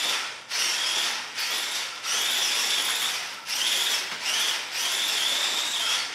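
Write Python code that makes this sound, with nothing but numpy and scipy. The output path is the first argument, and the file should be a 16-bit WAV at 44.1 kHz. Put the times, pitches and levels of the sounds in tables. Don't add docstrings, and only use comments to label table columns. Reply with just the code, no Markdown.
import sys
import numpy as np
from scipy import signal
from scipy.fft import rfft, irfft, next_fast_len
from scipy.io import wavfile
from scipy.ndimage import map_coordinates

SR = 44100
rng = np.random.default_rng(int(sys.argv[2]) if len(sys.argv) > 2 else 0)


def digitize_waveform(pressure):
    field = np.atleast_2d(pressure).T
    bounded = np.clip(field, -1, 1)
    quanta = np.round(bounded * 32767).astype(np.int16)
    wavfile.write(sys.argv[1], SR, quanta)


N = 270818

# f/Hz, relative level/dB
AIR_SPECTRUM = [(20, -27), (40, -20), (65, -1), (100, 5), (250, 11), (600, -15.5), (2000, 4.5),
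                (15000, -37)]
# f/Hz, t60/s
ROOM_DECAY = [(150, 0.55), (1000, 0.78), (4000, 0.45), (12000, 0.49)]

# start/s, held/s, nominal mesh rate/Hz, whine trim/dB, tooth-edge trim/dB,
# load on starting/dB, load on letting go/dB
SPURTS = [(-.1, 0.21, 3480, 0.5, 1, -6, 2), (.48, 0.59, 3370, -2, -1.5, 12.5, 5.5),
          (1.345, .44, 3660, -4.5, -3.5, 5, 8), (2.02, 1.06, 3490, -.5, 1, 6, -2),
          (3.449, .483, 3440, 0, 2, 5, 0), (4.193, .31, 3334, 1.5, 0, 0.5, 3),
          (4.706, 1.24, 3520, .5, 0.5, 5, 1)]
# t/s, time to deepest sag/s, mesh rate lost at cruise/Hz
SNAGS = [(.49, .022, 650), (.63, .04, 90), (.81, 0.042, 99.2), (1.39, .03, 597.7), (2.41, .04, 199.7),
         (2.66, .04, 170.4), (2.75, .035, 280.4), (2.875, .015, 181), (3.01, .02, 261),
         (5.165, 0.046, 341.3), (5.73, .11, 469.3)]
# t/s, relative level/dB
RIDE_SHAKE = [(0, 3.5), (.12, 3), (.5, -1), (.62, 1), (.8, -0.5), (1.05, 1), (1.42, 1), (1.72, -4.5),
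              (2.15, -.5), (2.8, 1), (2.97, -2.5), (3.3, 3), (3.52, -0.5), (4.4, 2), (5, -1), (5.42, 1.5),
              (5.74, -4), (5.9, 0.5)]

# f/Hz, relative level/dB
ROLL_SPECTRUM = [(30, -55), (100, -38), (160, -15.5), (230, -6), (330, -2.5), (500, -0.5), (750, -0.5),
                 (950, 3.5), (1300, -3), (2500, -69)]
# t/s, boost/dB
FLOOR_SEAMS = [(.045, 3), (.595, 6.5), (.965, 6), (1.5, 4.5), (2.135, 4), (2.37, 2), (5.79, 5.5)]
# start/s, end/s, level/dB
SKIDS = [(0.035, 0.316, -43), (1.122, 1.301, -47), (1.8, 2.019, -44), (2.015, 2.188, -40),
         (3.168, 3.445, -46), (5.799, 5.988, -37.5)]

# t/s, relative level/dB
JOLTS = [(0.6214, -24), (2.4189, -16.5), (2.7048, -16.5), (2.796, -18), (3.0184, -19), (3.5349, -23),
         (3.665, -16), (3.7274, -17), (4.113, -33), (4.263, -31), (4.4094, -22), (5.0848, -33),
         (5.1766, -15), (5.5473, -32)]
# f/Hz, width/Hz, gain/dB
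SHELL_MODES = [(1890, 440, -4.5), (3550, 230, 2), (5540, 260, -7.5), (10200, 660, -9.5)]
# t/s, relative thud level/dB, relative clatter level/dB
BUMPS = [(2.887, -51, -28.5), (3.02, -47, -31.5), (4.115, -42.5, -30.5)]
# f/Hz, relative level/dB
CLATTER_SPECTRUM = [(300, -22), (1500, 5), (3500, 0), (6000, -7), (13000, -26), (16000, -28)]

# f/Hz, width/Hz, relative level/dB
RIB_MODES = [(9900, 590, 2), (10340, 470, 2), (10950, 930, -4), (11900, 1100, 2.5), (12700, 1100, -3),
             (13700, 1300, -4)]
# t/s, relative level/dB
RIB_BUZZ = [(.11, 2.5), (.33, -9), (.57, 0.5), (.79, -8), (.95, -2), (1.43, 0), (1.53, 2.5), (2.1, -1.5),
            (2.3, 3.5), (3.25, 5), (3.5, 2.5), (3.8, 6), (4.25, -1.5), (4.95, 4), (5.35, 0), (5.55, -7),
            (5.78, -4), (5.9, -5)]
# f/Hz, relative level/dB
RATTLE_SPECTRUM = [(60, -73), (300, -31.5), (800, -8), (970, -5.5), (1150, -9.5), (1350, -1), (1550, -2),
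                   (1850, 0.5), (2400, 0.5), (3200, 0), (3700, -1), (4200, -7), (5200, -2), (7000, -14),
                   (9000, -15.5), (15000, -54)]
# f/Hz, relative level/dB
GRIND_SPECTRUM = [(300, -70), (3500, -21), (4400, -1), (5000, -2), (5450, -1), (6100, -1.5), (6700, -19),
                  (9000, -35)]
# f/Hz, relative level/dB
EDGE_SPECTRUM = [(4000, -24), (6500, 4), (7500, 6.5), (8500, -2), (9400, -1.5), (10200, -17.5), (11500, -3),
                 (13000, -19), (15500, -21)]

# start/s, length/s, first mesh rate/Hz, mesh rate it glides towards/Hz, relative level/dB
SQUEALS = [(0.579, .16, 2949, 2770, -29), (.84, .07, 2450, 2800, -31), (1.372, .06, 2503, 2250, -33.5),
           (2.057, .12, 2610, 3110, -32), (2.421, .12, 3102, 2330, -29), (2.561, 0.097, 2780, 2805, -33),
           (3.115, .03, 3145, 2553, -37), (3.49, .07, 2520, 3123, -34), (3.905, 0.058, 3099, 2400, -33),
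           (4.252, 0.223, 2486, 3042, -32), (4.76, 0.12, 2790, 3053, -34), (5.08, 0.037, 2710, 2548, -32),
           (5.848, 0.066, 2600, 2850, -32), (5.965, 0.043, 2400, 2200, -34.5)]
# multiple, relative level/dB
SQUEAL_PARTIALS = [(1, -3), (2, 1.5), (3, -13), (4, -14.5), (5, -27)]
# multiple, relative level/dB
WHINE_PARTIALS = [(2, -4), (3, -8.5), (4, -22)]
# f/Hz, gain/dB
GEARBOX_RADIATION = [(1000, -10), (2400, -6), (3000, -8.5), (3500, -1), (3850, -13), (4300, 5), (5400, 10),
                     (6100, -2), (6700, -3.5), (7450, -3.5), (8600, 5), (10300, 0), (12000, -14),
                     (15000, -6)]

CRUISE_HZ = 3500
TOP_HZ = 15720
SQUEAL_ATTACK_S, SQUEAL_RELEASE_S = 0.011, 0.055
TIME = np.arange(N) / SR


def amp(db):
    return 10 ** (np.asarray(db) / 20)


def unit(x):
    return x / np.sqrt(np.mean(x ** 2) + 1e-20)


def along(points, hz):
    f, values = np.transpose(points)
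    return np.interp(np.log(hz + 1), np.log(f + 1), values)


def curves(rows):
    times, *columns = np.transpose(rows)
    return [np.interp(TIME, times, column) for column in columns]


def wobble(rate):
    knots = rng.standard_normal(int(N * rate / SR) + 4)
    return unit(map_coordinates(knots, [TIME * rate]))


def gate(start, length, attack, release):
    age = np.maximum(TIME - start, 0)
    return (1 - np.exp(-age / attack)) * np.clip(1 + (length - age) / release, 0, 1)


def swell(start, rise):
    age = np.maximum(TIME - start, 0) / rise
    return age * np.exp(1 - age)


def filtered(x, response):
    size = next_fast_len(N + SR // 2)
    return irfft(rfft(x, size) * response(np.fft.rfftfreq(size, 1 / SR)), size)[:N]


def coloured(x, spectrum):
    return unit(filtered(x, lambda hz: amp(along(spectrum, hz))))


def resonate(x, modes):
    return filtered(x, lambda f: sum(
        (-1) ** k * amp(db) * 1j * f * width / (hz * hz - f * f + 1j * f * width)
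        for k, (hz, width, db) in enumerate(modes)))


def impacts(rate, scatter_db):
    hits = (rng.random(N) < rate / SR) * rng.choice([-1, 1], N)
    return unit(hits * amp(scatter_db * rng.standard_normal(N)) / np.sqrt(rate))


def bursts(events, t60):
    envelope = sum(amp(db - 60 * np.abs(TIME - s) / t60) * (TIME >= s) for s, db in events)
    return envelope * rng.standard_normal(N)


def background(hum_hz=120, hum_db=-71, air_db=-60):
    hum = unit(np.sin(2 * np.pi * hum_hz * TIME)) * amp(1.4 * wobble(5.4))
    return amp(hum_db) * hum + amp(air_db) * coloured(rng.standard_normal(N), AIR_SPECTRUM)


def room(x, wet_db=-1, hop=1024):
    window = np.sin(np.pi * np.arange(2 * hop) / (2 * hop))
    pieces = np.lib.stride_tricks.sliding_window_view(np.pad(x, (hop, 2 * hop)), 2 * hop)[::hop] * window
    hz, t, spectra = signal.stft(rng.standard_normal((len(pieces), SR // 3)), SR, nperseg=256)
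    tails = signal.istft(spectra * amp(-60 * t / along(ROOM_DECAY, hz)[:, None]), SR, nperseg=256)[1]
    echoes = signal.fftconvolve(pieces, tails / np.linalg.norm(tails, axis=1, keepdims=True), axes=1)
    when = hop * np.arange(len(pieces))[:, None] + np.arange(echoes.shape[1])
    wet = np.bincount(when.ravel(), echoes.ravel())[hop:hop + N]
    return (x + amp(wet_db) * wet) / np.sqrt(1 + amp(2 * wet_db))


def drive(spin_up_s=0.069, coast_s=0.37, creep_hz_per_s=250, friction_hz_per_s=1300):
    speed = np.full(N, float(SPURTS[0][2]))
    throttle = load_db = 0
    for start, held, top_hz, _, _, start_db, stop_db in SPURTS:
        powered, coasting = np.clip(TIME - start, 0, held), np.maximum(TIME - start - held, 0)
        lag_hz = (top_hz - np.interp(start, TIME, speed)) * np.exp(-powered / spin_up_s)
        driven_hz = top_hz - lag_hz + creep_hz_per_s * powered
        run_hz = driven_hz * np.exp(-coasting / coast_s) - friction_hz_per_s * coasting
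        speed = np.where(TIME >= start, np.maximum(run_hz, 1), speed)
        throttle = np.maximum(throttle, gate(start, held, attack=0.023, release=0.1))
        letting_go = np.exp(-((TIME - start - held) / 0.04) ** 2)
        load_db = load_db + start_db * swell(start, rise=0.056) + stop_db * letting_go
    sag_hz = sum(lost_hz * swell(s, rise) for s, rise, lost_hz in SNAGS)
    return speed * (1 - sag_hz / CRUISE_HZ), throttle, load_db


def level(motion, cruise_db, octave_db, coast_drop_db, by_load, by_ride):
    speed, throttle, load_db = motion
    ride_db, = curves(RIDE_SHAKE)
    octaves = np.log2(speed / CRUISE_HZ)
    powered_db = throttle * octave_db[0] * octaves
    coasting_db = (1 - throttle) * (octave_db[1] * octaves - coast_drop_db)
    return cruise_db + powered_db + coasting_db + by_load * load_db + by_ride * ride_db


def tyres(motion, scrub_hz=1345, scrub_width_hz=85):
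    roll_db = level(motion, -42.5, octave_db=(9.5, 6), coast_drop_db=2, by_load=0.039, by_ride=0.96)
    seam_db = sum(db * swell(s, rise=0.012) for s, db in FLOOR_SEAMS)
    roll = amp(roll_db + seam_db) * coloured(impacts(1500, scatter_db=3), ROLL_SPECTRUM)
    slide = sum(amp(db) * np.clip(np.minimum(TIME - start, end - TIME) / 0.05, 0, 1)
                for start, end, db in SKIDS)
    ring = resonate(rng.standard_normal(N), [(scrub_hz, scrub_width_hz, 0)])
    return roll + slide * unit(resonate(ring, [(scrub_hz, 300, 0)]))


def knocks():
    shell = resonate(bursts(JOLTS, t60=0.029), SHELL_MODES)
    clacks = resonate(shell, [(3486, 5300, 0)])
    floor_hits = bursts([(s, db) for s, db, _ in BUMPS], t60=0.18)
    thuds = resonate(floor_hits, [(174.3, 44, 0.5), (500, 240, 1)])
    part_hits = bursts([(s, db) for s, _, db in BUMPS], t60=0.22)
    clatter = filtered(part_hits, lambda hz: amp(along(CLATTER_SPECTRUM, hz)))
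    return amp(13.5) * clacks + amp(20.5) * thuds + amp(8) * clatter


def squeaks(per_second=45, centre_hz=10900, life_s=0.0031, fall=0.06, scatter_db=9):
    count = int(per_second * N / SR)
    pitch, life, bend, strength, phase = rng.standard_normal((count, 5)).T[:, :, None]
    when = np.sort(rng.random(count)) * N
    t = np.arange(-SR // 60, SR // 60) / SR
    hz = np.clip(centre_hz * np.exp(0.079 * pitch), 0, TOP_HZ)
    width_s = life_s * np.exp(0.25 * life)
    glide = fall * (1 + 0.62 * bend) / (2 * width_s)
    envelope = amp(scatter_db * strength) * np.exp(-(t / width_s) ** 2)
    chirps = envelope * np.sin(2 * np.pi * hz * (t - glide * t * t / 2) + phase)
    index = when.astype(int)[:, None] + np.arange(len(t))
    return unit(np.bincount(index.ravel(), chirps.ravel(), N)[:N])


def ribs(contact_rate, chatter_db=6):
    buzz = 0
    for hz, width_hz, db in RIB_MODES:
        strikes = impacts(contact_rate, scatter_db=3) * amp(chatter_db * wobble(55))
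        buzz = buzz + amp(db) * unit(filtered(strikes, lambda f: (1 + 1j * (f - hz) / width_hz) ** -2))
    return unit(buzz)


def pinion(speed, partials, flutter, jitter, rough_db):
    rate = speed * (1 + flutter * wobble(150) + jitter * wobble(1100))
    phase = 2 * np.pi * np.cumsum(rate) / SR
    return sum(amp(db) * unit(amp(rough_db * wobble(600)) * np.sin(k * phase)) for k, db in partials)


def steering_squeal(glide_s=0.055, fade_db_per_s=43):
    speed, gain = np.full(N, float(CRUISE_HZ)), 0
    for start, length, first_hz, final_hz, db in SQUEALS:
        age = np.maximum(TIME - start, 0)
        speed = np.where(TIME >= start, final_hz + (first_hz - final_hz) * np.exp(-age / glide_s), speed)
        labouring = gate(start, length, SQUEAL_ATTACK_S, SQUEAL_RELEASE_S)
        gain = gain + amp(db - fade_db_per_s * age) * labouring
    return gain * pinion(speed, SQUEAL_PARTIALS, flutter=0.028, jitter=0.024, rough_db=3)


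def motor_whine(motion, trim_db, edge_db, resonance_hz=3420, half_width_hz=296, coast_drop_db=24):
    speed, throttle, load_db = motion
    detuned_db = 10 * np.log10(1 + ((speed - resonance_hz) / half_width_hz) ** 2)
    steering = sum(gate(start, length, SQUEAL_ATTACK_S, SQUEAL_RELEASE_S)
                   for start, length, *_ in SQUEALS)
    choked_db = 0.11 * load_db + 2.5 * steering
    tone_db = -28.5 + trim_db - detuned_db - coast_drop_db * (1 - throttle) - choked_db
    tone = pinion(speed, [(0.98, tone_db)], flutter=0.027, jitter=0.036, rough_db=3)
    upper = [(k, edge_db + 3 + db + along(GEARBOX_RADIATION, k * speed)) for k, db in WHINE_PARTIALS]
    return tone + pinion(speed, upper, flutter=0.0177, jitter=0.022, rough_db=3.5)


def gearbox(motion):
    whine_trim_db, edge_trim_db = curves([(s, whine, edge) for start, held, _, whine, edge, *_ in SPURTS
                                          for s in (start, start + held)])
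    rib_trim_db, = curves(RIB_BUZZ)
    rattle_db = level(motion, -31, octave_db=(2, 9), coast_drop_db=0, by_load=0.19, by_ride=0.93)
    grind_db = level(motion, -37, octave_db=(5.5, 12.5), coast_drop_db=2, by_load=0.73, by_ride=1)
    rib_db = level(motion, -45.5, octave_db=(-1, 4), coast_drop_db=14.5, by_load=0.1, by_ride=0.34)
    edge_db = level(motion, -40, octave_db=(8.5, 11), coast_drop_db=13.5, by_load=0.071, by_ride=0.1)
    edge_db += edge_trim_db
    contact_rate = 2 * motion[0]
    rattle = amp(rattle_db) * coloured(impacts(contact_rate, scatter_db=2.5), RATTLE_SPECTRUM)
    grind_db += 1.83 * wobble(110)
    grind = amp(grind_db) * coloured(impacts(contact_rate, scatter_db=0), GRIND_SPECTRUM)
    edges = amp(edge_db) * coloured(impacts(contact_rate, scatter_db=2.5), EDGE_SPECTRUM)
    buzz = amp(rib_db + rib_trim_db) * (ribs(contact_rate) + amp(-7.5) * squeaks())
    shake = amp(wobble(70) + 0.42 * wobble(420))
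    motors = motor_whine(motion, whine_trim_db, edge_db) + steering_squeal()
    return shake * (motors + rattle + grind + edges + buzz)


def scene():
    motion = drive()
    truck = gearbox(motion) + tyres(motion) + knocks()
    mono = room(truck) + background()
    return np.array([mono, mono])


def record(dry):
    return np.array([filtered(channel, lambda hz: hz < TOP_HZ) for channel in dry])


dry = scene()
out = record(dry)
digitize_waveform(out)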